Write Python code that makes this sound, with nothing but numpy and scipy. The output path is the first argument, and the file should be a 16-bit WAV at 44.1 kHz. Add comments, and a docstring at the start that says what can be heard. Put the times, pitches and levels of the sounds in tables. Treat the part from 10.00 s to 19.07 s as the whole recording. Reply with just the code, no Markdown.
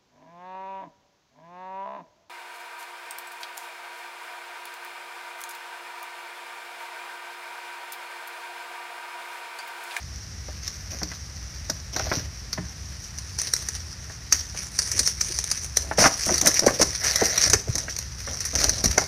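"""Net trap shaken out on deck

A folding net trap is gathered up on a boat's wooden deck, lifted and shaken out over a foam box.
Crackling noise makes the mesh rustle; its wire frame snaps in short noise bursts with a contact ring.
Shrimp and fish knock as slaps with ringing modes, slide as soft patter and plop as falling tones.
A low outdoor rumble, a steady wash and a hiss of filtered noise lie behind."""
import sys
import numpy as np
from scipy import signal
from scipy.io import wavfile
from scipy.ndimage import uniform_filter1d, map_coordinates

SR = 44100
rng = np.random.default_rng(int(sys.argv[2]) if len(sys.argv) > 2 else 0)


def pcm_store(signal):
    """Save signal as 16-bit PCM."""
    levels = np.round(np.clip(np.atleast_2d(signal), -1, 1) * 32767)
    wavfile.write(sys.argv[1], SR, levels.astype(np.int16).T)


N = 399987


def gain_of(db):
    """Decibels to amplitude."""
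    return 10 ** (np.asarray(db) / 20)


def evened(x):
    """Scales to unit rms."""
    return x / np.sqrt(np.mean(x ** 2) + 1e-20)


def topped(x):
    """Scales a hit so that its loudest 3 ms have unit rms."""
    return x / np.sqrt(uniform_filter1d(x ** 2, size=132).max() + 1e-20)


def add(mix, s, sound):
    """Mixes a sound in at time s."""
    part = mix[max(round(s * SR), 0):][:len(sound)]
    part += sound[:len(part)]


def colour(x, points):
    """Causal filter with the given spectrum, so that clicks keep their sharp front."""
    f, db = np.transpose(points)
    hz = abs(np.fft.fftfreq(8192, 1 / SR))
    curve_db = np.interp(np.log(hz + 1), np.log(f + 1), db)
    log_gain = np.log(gain_of(curve_db) + 1e-5)
    # minimum phase: the energy comes as early as the spectrum allows
    spectrum = np.exp(np.conj(signal.hilbert(log_gain)))
    taps = np.fft.ifft(spectrum).real[:len(hz) // 2]
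    return signal.oaconvolve(x, taps)[:len(x)]


def drift(per_s):
    """Random glide of unit rms that takes a new direction per_s times a second."""
    return evened(np.interp(np.arange(N) / SR * per_s, np.arange(N), rng.standard_normal(N)))


def grains(per_s, spread_db, clump_db, clump_per_s):
    """Tiny random clicks of uneven size whose level wanders by up to clump_db either way."""
    size = gain_of(spread_db * np.minimum(rng.exponential(1, N), 4))
    clicks = rng.choice([-1., 1.], N) * size * (rng.random(N) < per_s / SR)
    return evened(clicks * gain_of(clump_db * np.tanh(drift(clump_per_s))))


def swells(rows, rise_share, fall_s, slope_db_per_s=0):
    """Gain of overlapping movements: each rises over a share of its length, holds on a slope, dies away."""
    power = np.zeros(N)
    for start, length, db in rows:
        t = np.arange(int((length + 8 * fall_s) * SR)) / SR
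        rise = np.minimum(t / (rise_share * length), 1)
        fall = np.exp(-np.maximum(t - length, 0) / fall_s)
        gain = gain_of(db + slope_db_per_s * t) * rise * fall
        add(power, start, gain ** 2)
    return np.sqrt(power)


def folds(x):
    """As the folds shift, different strands rub: the colour changes in short, narrow patches."""
    depth_db, patch_hz, patch_s = 3.5, 800, .03
    hz, t, z = signal.stft(x, SR, nperseg=256)
    places = np.meshgrid(hz / patch_hz, t / patch_s, indexing="ij")
    patches = map_coordinates(rng.standard_normal(z.shape), places, order=1)
    patched = signal.istft(z * gain_of(depth_db * patches), SR)[1]
    return evened(patched[:N])


# spectrum of the steady hiss: f/Hz, relative density/dB
HISS_SPECTRUM = [(2900,-21), (4500,-9), (5750,0.5), (7400,-20), (9700,-18.5), (11500,-32.5), (14000,-29)]


def hiss(hiss_db=-46.0):
    """A steady high hiss of filtered noise lies behind everything."""
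    return gain_of(hiss_db) * evened(colour(rng.standard_normal(N), HISS_SPECTRUM))


# spectrum of the outdoor air: f/Hz, relative density/dB
AIR_SPECTRUM = [(25,-46), (47,-4.5), (66,4), (176,-13), (260,-22.5), (480,-28.5), (970,-29.5), (1840,-25),
                (3400,-35.5), (6000,-47.5)]
# swells of the low rumble: t/s, length/s, level/dB
RUMBLE_SURGES = [(2.0,0.26,-35.5), (7.45,0.11,-30.5), (8.55,0.32,-33.5), (8.85,0.043,-25.5)]


def air(air_db=-39, rumble_db=-40):
    """A steady distant wash of filtered noise, and a rumble under it that swells."""
    wash = evened(colour(rng.standard_normal(N), AIR_SPECTRUM))
    low = signal.sosfiltfilt(signal.butter(2, 170, fs=SR, output="sos"), wash)
    surges = swells(RUMBLE_SURGES, rise_share=0.029, fall_s=0.032)
    rumble = np.hypot(gain_of(rumble_db), surges)
    return gain_of(air_db) * (wash - low) + rumble * evened(low)


# colour of the scraping shells: f/Hz, relative density/dB
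SHELL_SPECTRUM = [(200,-22), (650,5), (1000,-9.5), (2000,8.5), (2900,-34), (4200,2), (8000,-47)]


def pour(start_s=7.0, length_s=0.51, pour_db=-36):
    """The heap pours down the netting once: many small shells scrape, swelling slightly, then stop."""
    scrape = grains(per_s=1200, spread_db=3.5, clump_db=4.5, clump_per_s=82)
    flow = swells([(start_s, length_s, pour_db)], rise_share=0.061, fall_s=0.018, slope_db_per_s=3)
    return flow * folds(colour(scrape, SHELL_SPECTRUM))


# the catch slides in the net: t/s, length/s, level/dB before the slither trim
CATCH_SLIDES = [(.91,0.039,-43), (1.93,0.27,-40.5), (5.78,0.064,-41), (5.98,0.041,-30), (6.265,0.047,-32.5),
                (6.415,0.055,-28), (6.62,0.09,-28.5), (7.22,0.015,-36), (7.43,0.093,-36),
                (7.75,0.022,-35.5), (8.27,0.073,-39), (8.53,0.13,-33.5), (8.76,0.26,-42)]
# colour of wet bodies, also heard in slumps and knocks: f/Hz, relative density/dB
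WET_SPECTRUM = [(80,-6), (130,-1), (300,0), (420,-5.5), (630,1.5), (900,-9), (1570,-3), (1900,-3.5),
                (2760,-10.5), (4420,-20.5), (7480,-72)]


def slither(trim_db=-1, soft_hz=850):
    """Soft wet bodies and tails patter against each other as they slide and tumble."""
    patter = grains(per_s=960, spread_db=0.5, clump_db=6.5, clump_per_s=70)
    patter = signal.lfilter(*signal.butter(2, soft_hz, fs=SR), patter)
    sliding = swells(CATCH_SLIDES, rise_share=0.026, fall_s=0.051, slope_db_per_s=-2.5)
    return gain_of(trim_db) * sliding * evened(colour(patter, WET_SPECTRUM))


# the whole wet bundle slumps and is crushed together: t/s, length/s, level/dB of the mesh part
BUNDLE_SLUMPS = [(5.983, 0.091, -18.5), (6.452, 0.03, -30), (6.809, 0.015, -20.5), (8.601, 0.046, -28.5)]


def slumps(rise_s=0.0033, settle_s=0.01, wet_db=-6):
    """Mesh and shells crunch densely while the bundle lands, then settle."""
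    envelope, t = np.zeros(N), np.arange(SR // 4) / SR
    crunch = grains(per_s=6800, spread_db=0.5, clump_db=0.0, clump_per_s=130)  # no clumps
    wet = gain_of(wet_db) * evened(colour(crunch, WET_SPECTRUM))
    crunch = evened(colour(crunch, MESH_SPECTRUM)) + wet
    for s, length, db in BUNDLE_SLUMPS:
        settling = np.exp(-np.maximum(t - length, 0) / settle_s)
        add(envelope, s, gain_of(db) * np.minimum(t / rise_s, 1) * settling)
    return envelope * crunch


# soft wet bodies plop: t/s, level/dB, first f/Hz, last f/Hz (both before the wobble), length/s
BODY_PLOPS = [(4.94,-39,320,293,0.022), (5.296,-37,400,327,0.023), (6.021,-14,700,620,0.01),
              (6.6631,-8.5,610,450,0.013), (6.664,-12,348,264,0.0182), (6.797,-16,580,526,0.0082),
              (7.214,-14.5,715,258,0.017), (7.533,-21.5,644,300,0.021), (7.672,-30.5,674,221,0.022),
              (7.685,-18,126,81.3,0.027), (8.853,-19,268,123,0.014), (8.98,-17,624,580,0.0093)]


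def plops(rough=0.37, wobble=0.14):
    """A soft body squeezes out a pocket of air: a few uneven cycles that fall in pitch."""
    out = np.zeros(N)
    for s, db, first_hz, last_hz, length in BODY_PLOPS:
        u = np.linspace(0, 1, int(length * SR))
        glide_hz = first_hz * (last_hz / first_hz) ** u
        unevenness = np.exp(wobble * drift(first_hz)[:len(u)])
        turns = np.cumsum(glide_hz * unevenness) / SR
        squelch_spectrum = [(first_hz / 10, -30), (first_hz, 0), (10 * first_hz, -50)]
        squelch = evened(colour(rng.standard_normal(SR // 10), squelch_spectrum))[-len(u):]
        plop = np.sin(np.pi * u) * (np.sin(2 * np.pi * turns) + rough * squelch)
        add(out, s, gain_of(db) * topped(plop))
    return out


# the catch knocks on deck and box: t/s, level/dB, centre of the brightness filter f/Hz
CATCH_KNOCKS = [(.483,-36,646), (1.016,-33,800), (1.024,-28,225), (1.115,-34,1520), (1.696,-29.5,870),
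                (1.701,-31.5,196), (1.963,-27,860), (1.995,-24.5,880), (2.068,-28,745), (2.115,-19.5,990),
                (2.163,-25.5,150), (2.576,-29.5,1270), (2.583,-26.5,149), (4.098,-38.5,1110),
                (4.324,-25,1940), (4.545,-39,900), (5.002,-33,447), (5.9127,-19,1040), (5.983,-16,624),
                (6.041,-13,1360), (6.057,-11,1210), (6.291,-21.5,666), (6.311,-21,330), (6.465,-17.5,1920),
                (6.68,-16.5,1120), (6.814,-14,657), (7.217,-23.5,560), (7.381,-26.5,2540), (7.532,-17,1765),
                (7.882,-28,2060), (8.275,-30,1270), (8.647,-29,613), (8.841,-19.5,402), (8.977,-15,1170),
                (9.016,-29,1000)]
# modes of the hollow under a knock: f/Hz before the shift of each landing, level/dB, t60/s
HOLLOW_MODES = [(164.8, 0.5, 0.19), (280, -2, 0.15), (370, -2.5, 0.16), (593, -6, 0.06), (774, -1.5, 0.084),
                (1710, 5.5, 0.027), (2017, 6.5, 0.049)]


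def knocks(slap_s=0.0098, ring_db=-4, below_db=6, above_db=17):
    """A body lands with a short slap that rings the hollow beneath; harder shells sound brighter."""
    out, t = np.zeros(N), np.arange(SR // 5) / SR
    for s, db, hz in CATCH_KNOCKS:
        slap = rng.standard_normal(len(t)) * np.exp(-t / slap_s)
        # each landing spot shifts all modes together, and varies their sign and slightly their size
        stretch = 1 + .12 * rng.uniform(-1, 1)
        ring = np.zeros(len(t))
        for f, mode_db, t60 in HOLLOW_MODES:
            size = rng.choice([-1, 1]) * rng.uniform(0.98, 1)
            decay = gain_of(mode_db - 60 * t / t60)
            ring += size * decay * np.sin(2 * np.pi * f * stretch * t)
        blow = topped(colour(slap, WET_SPECTRUM)) + gain_of(ring_db) * topped(ring)
        hardness = [(hz / 4, -2 * below_db), (hz / 2, -below_db), (hz, 0),
                    (hz * 2, -above_db / 2), (hz * 10, -2 * above_db)]
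        add(out, s, gain_of(db) * topped(colour(blow, hardness)))
    return out


# each tug, lift or shake rubs the mesh: t/s, length/s, level/dB of the bright part before the tension
MESH_STROKES = [(.62,0.17,-38.5), (.905,0.04,-33), (1.03,0.17,-43), (1.925,0.25,-32), (3.0,0.067,-41),
                (3.38,0.38,-35.5), (4.33,0.026,-27.5), (4.56,0.037,-32.5), (4.712,0.017,-34.5),
                (4.78,0.29,-31.5), (5.2,0.44,-34), (5.76,0.077,-36), (5.97,0.078,-21.5), (6.09,0.68,-29),
                (6.78,0.38,-33), (7.035,0.26,-21.5), (7.3,0.14,-22.5), (7.68,0.14,-39), (7.89,0.12,-38.5),
                (8.17,0.51,-34), (8.55,0.088,-24.5), (8.7,0.31,-33)]
# bright colour shared by mesh, frame and slumps, with a fixed peak near 5.8 kHz: f/Hz, relative density/dB
MESH_SPECTRUM = [(1530,-13.5), (2600,-69), (3200,-26.5), (3780,-11.5), (4540,-1.5), (5040,0.5), (5800,9.5),
                 (6100,7), (6780,-4), (7530,-14.5), (9500,-5.5), (11300,-21.5), (14000,-18)]
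# fuller body under the bright netting, also under the snaps: f/Hz, relative density/dB
BODY_SPECTRUM = [(100, -48), (350, 0.5), (700, -10.5), (1250, 2), (1850, 7), (2500, 2.5), (3400, -4),
                 (6000, -23)]


def mesh(rest_db=-47, body_db=-11):
    """Each stroke makes knots of the wet netting catch and slip: a fine crackle over a little hiss."""
    strokes = swells(MESH_STROKES, rise_share=0.035, fall_s=0.071, slope_db_per_s=1.5)
    effort = np.hypot(gain_of(rest_db), strokes)  # the netting never quite rests
    slips = grains(per_s=800, spread_db=2, clump_db=3, clump_per_s=220)
    slips = evened(slips + .35 * rng.standard_normal(N))
    slips = slips * gain_of(4.5 * np.tanh(drift(40)))
    bright = evened(colour(slips, MESH_SPECTRUM))
    body = gain_of(body_db) * evened(colour(slips, BODY_SPECTRUM))
    return effort * folds(bright + body)


# the wire frame snaps and clicks: t/s, level/dB before the tension, chatter decay/s
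FRAME_SNAPS = [(.678,-21.5,0.003), (1.032,-21.5,0.0036), (1.699,-17.5,0.0052), (1.963,-20,0.0086),
               (2.53,-20,0.007), (3.185,-27,0.006), (3.3877,-20,0.0025), (3.416,-20,0.0029),
               (3.537,-12,0.0023), (3.564,-22,.004), (3.687,-19.5,0.0032), (4.3246,-7,0.0046),
               (4.789,-13.5,0.0065), (4.916,-20.5,0.0077), (4.9919,-14,0.0089), (5.0744,-14.5,0.005),
               (5.2096,-14.5,0.0073), (5.388,-17,0.0023), (5.44,-21,0.0037), (5.514,-16,0.0052),
               (5.77,-10,0.004), (6.341,-17,0.011), (6.38,-18,.005), (6.413,-13,0.0058),
               (6.459,-15.5,0.0043), (6.471,-9.5,0.0094), (6.542,-18,0.0074), (6.593,-10,0.0027),
               (6.664,-15,0.014), (6.8141,-13,0.0066), (6.827,-12.5,0.0036), (7.1583,-12.5,0.0051),
               (7.377,-14,0.0056), (7.467,-25,0.0019), (7.499,-14.5,0.0062), (7.5328,-8,0.006),
               (7.754,-17.5,0.0048), (7.781,-20,0.0074), (7.9645,-23.5,0.0033), (7.9876,-21,0.0034),
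               (8.405,-23,0.0085), (8.452,-22.5,0.013), (8.6422,-12.5,0.0018), (8.694,-11.5,0.0044),
               (8.84,-14,0.011), (8.858,-13.5,0.0027), (8.9122,-21.5,0.0045), (8.98,-9,0.0039)]


def frame(slip_s=0.0097, slip_db=-18, shiver_s=0.032, shiver_db=-18,
          body_db=-13.0, variety_db=3.0, contact_db=-7, ragged_db=3):
    """A wire slips and strikes: tight chatter rings its contact point, then the mesh shivers raggedly."""
    out, t = np.zeros(N), np.arange(-SR // 40, SR // 5) / SR  # the strike falls at t = 0
    jolts = evened(gain_of(ragged_db * drift(260)))
    for s, db, chatter_s in FRAME_SNAPS:
        noise = rng.standard_normal(len(t)) * np.roll(jolts, -round(s * SR))[:len(t)]
        strike = (t >= 0) * np.exp(-abs(t) / chatter_s) * rng.standard_normal(len(t))
        slip = gain_of(slip_db) * np.exp(-abs(t) / slip_s)
        shiver = gain_of(shiver_db) * np.exp(-abs(t) / shiver_s)
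        loose = np.where(t < 0, slip, shiver)
        # each contact point has its own colour and pitch
        spot = [(hz, d + variety_db * rng.normal()) for hz, d in MESH_SPECTRUM]
        contact_hz = rng.uniform(3900, 6200)
        contact = signal.lfilter(*signal.iirpeak(contact_hz, 5, fs=SR), strike)
        snap = topped(topped(colour(strike, spot)) + gain_of(contact_db) * topped(contact))
        snap = snap + gain_of(body_db) * topped(colour(strike, BODY_SPECTRUM))
        rustle = loose * evened(colour(noise, MESH_SPECTRUM))
        add(out, s + t[0], gain_of(db) * (snap + rustle))
    return out


# treble of the net as it hangs slack or taut: t/s, level/dB of the band around 9 kHz
TAUT_TREBLE = [(2.5,-12), (3.05,-1.5), (3.55,0), (4.33,-6.5), (4.6,2), (5.07,4), (5.22,1.5), (5.9,0),
               (7.3,-2.5), (8.7,-3.5)]


def tension(x):
    """Stretched strands lift the fine top of every sound of the net; slack ones dull it."""
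    band = signal.butter(2, [7000, 11000], "band", fs=SR, output="sos")
    top = signal.sosfiltfilt(band, x)
    top_db = np.interp(np.arange(N) / SR, *np.transpose(TAUT_TREBLE))
    return x + top * (gain_of(top_db) - 1)


def bank(x, t60=0.33, echo_db=-13):
    """The hull and the palms on the bank scatter a short, thin echo of sparse random reflections."""
    t = np.arange(SR // 2) / SR
    hits = (rng.random(len(t)) < 2000 / SR) * (t > .005)
    taps = rng.standard_normal(len(t)) * hits * gain_of(-60 * t / t60)
    echo = signal.oaconvolve(x, taps / np.linalg.norm(taps))[:N]
    return x + gain_of(echo_db) * echo


def scene():
    """Net and catch close by, in the open air."""
    net = tension(mesh() + frame())
    catch = knocks() + plops() + slumps() + slither() + pour()
    return (bank(net + catch) + air() + hiss())[None]


def record(dry, ceiling=.85, edge_hz=14200):
    """The loudest peaks overload softly towards the ceiling; then the band limit."""
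    held = dry / (1 + (dry / ceiling) ** 6) ** (1 / 6)
    lowpass = signal.firwin(511, edge_hz, window=("kaiser", 9), fs=SR)
    return signal.oaconvolve(held, lowpass[None], "same")


dry = scene()
out = record(dry)
pcm_store(out)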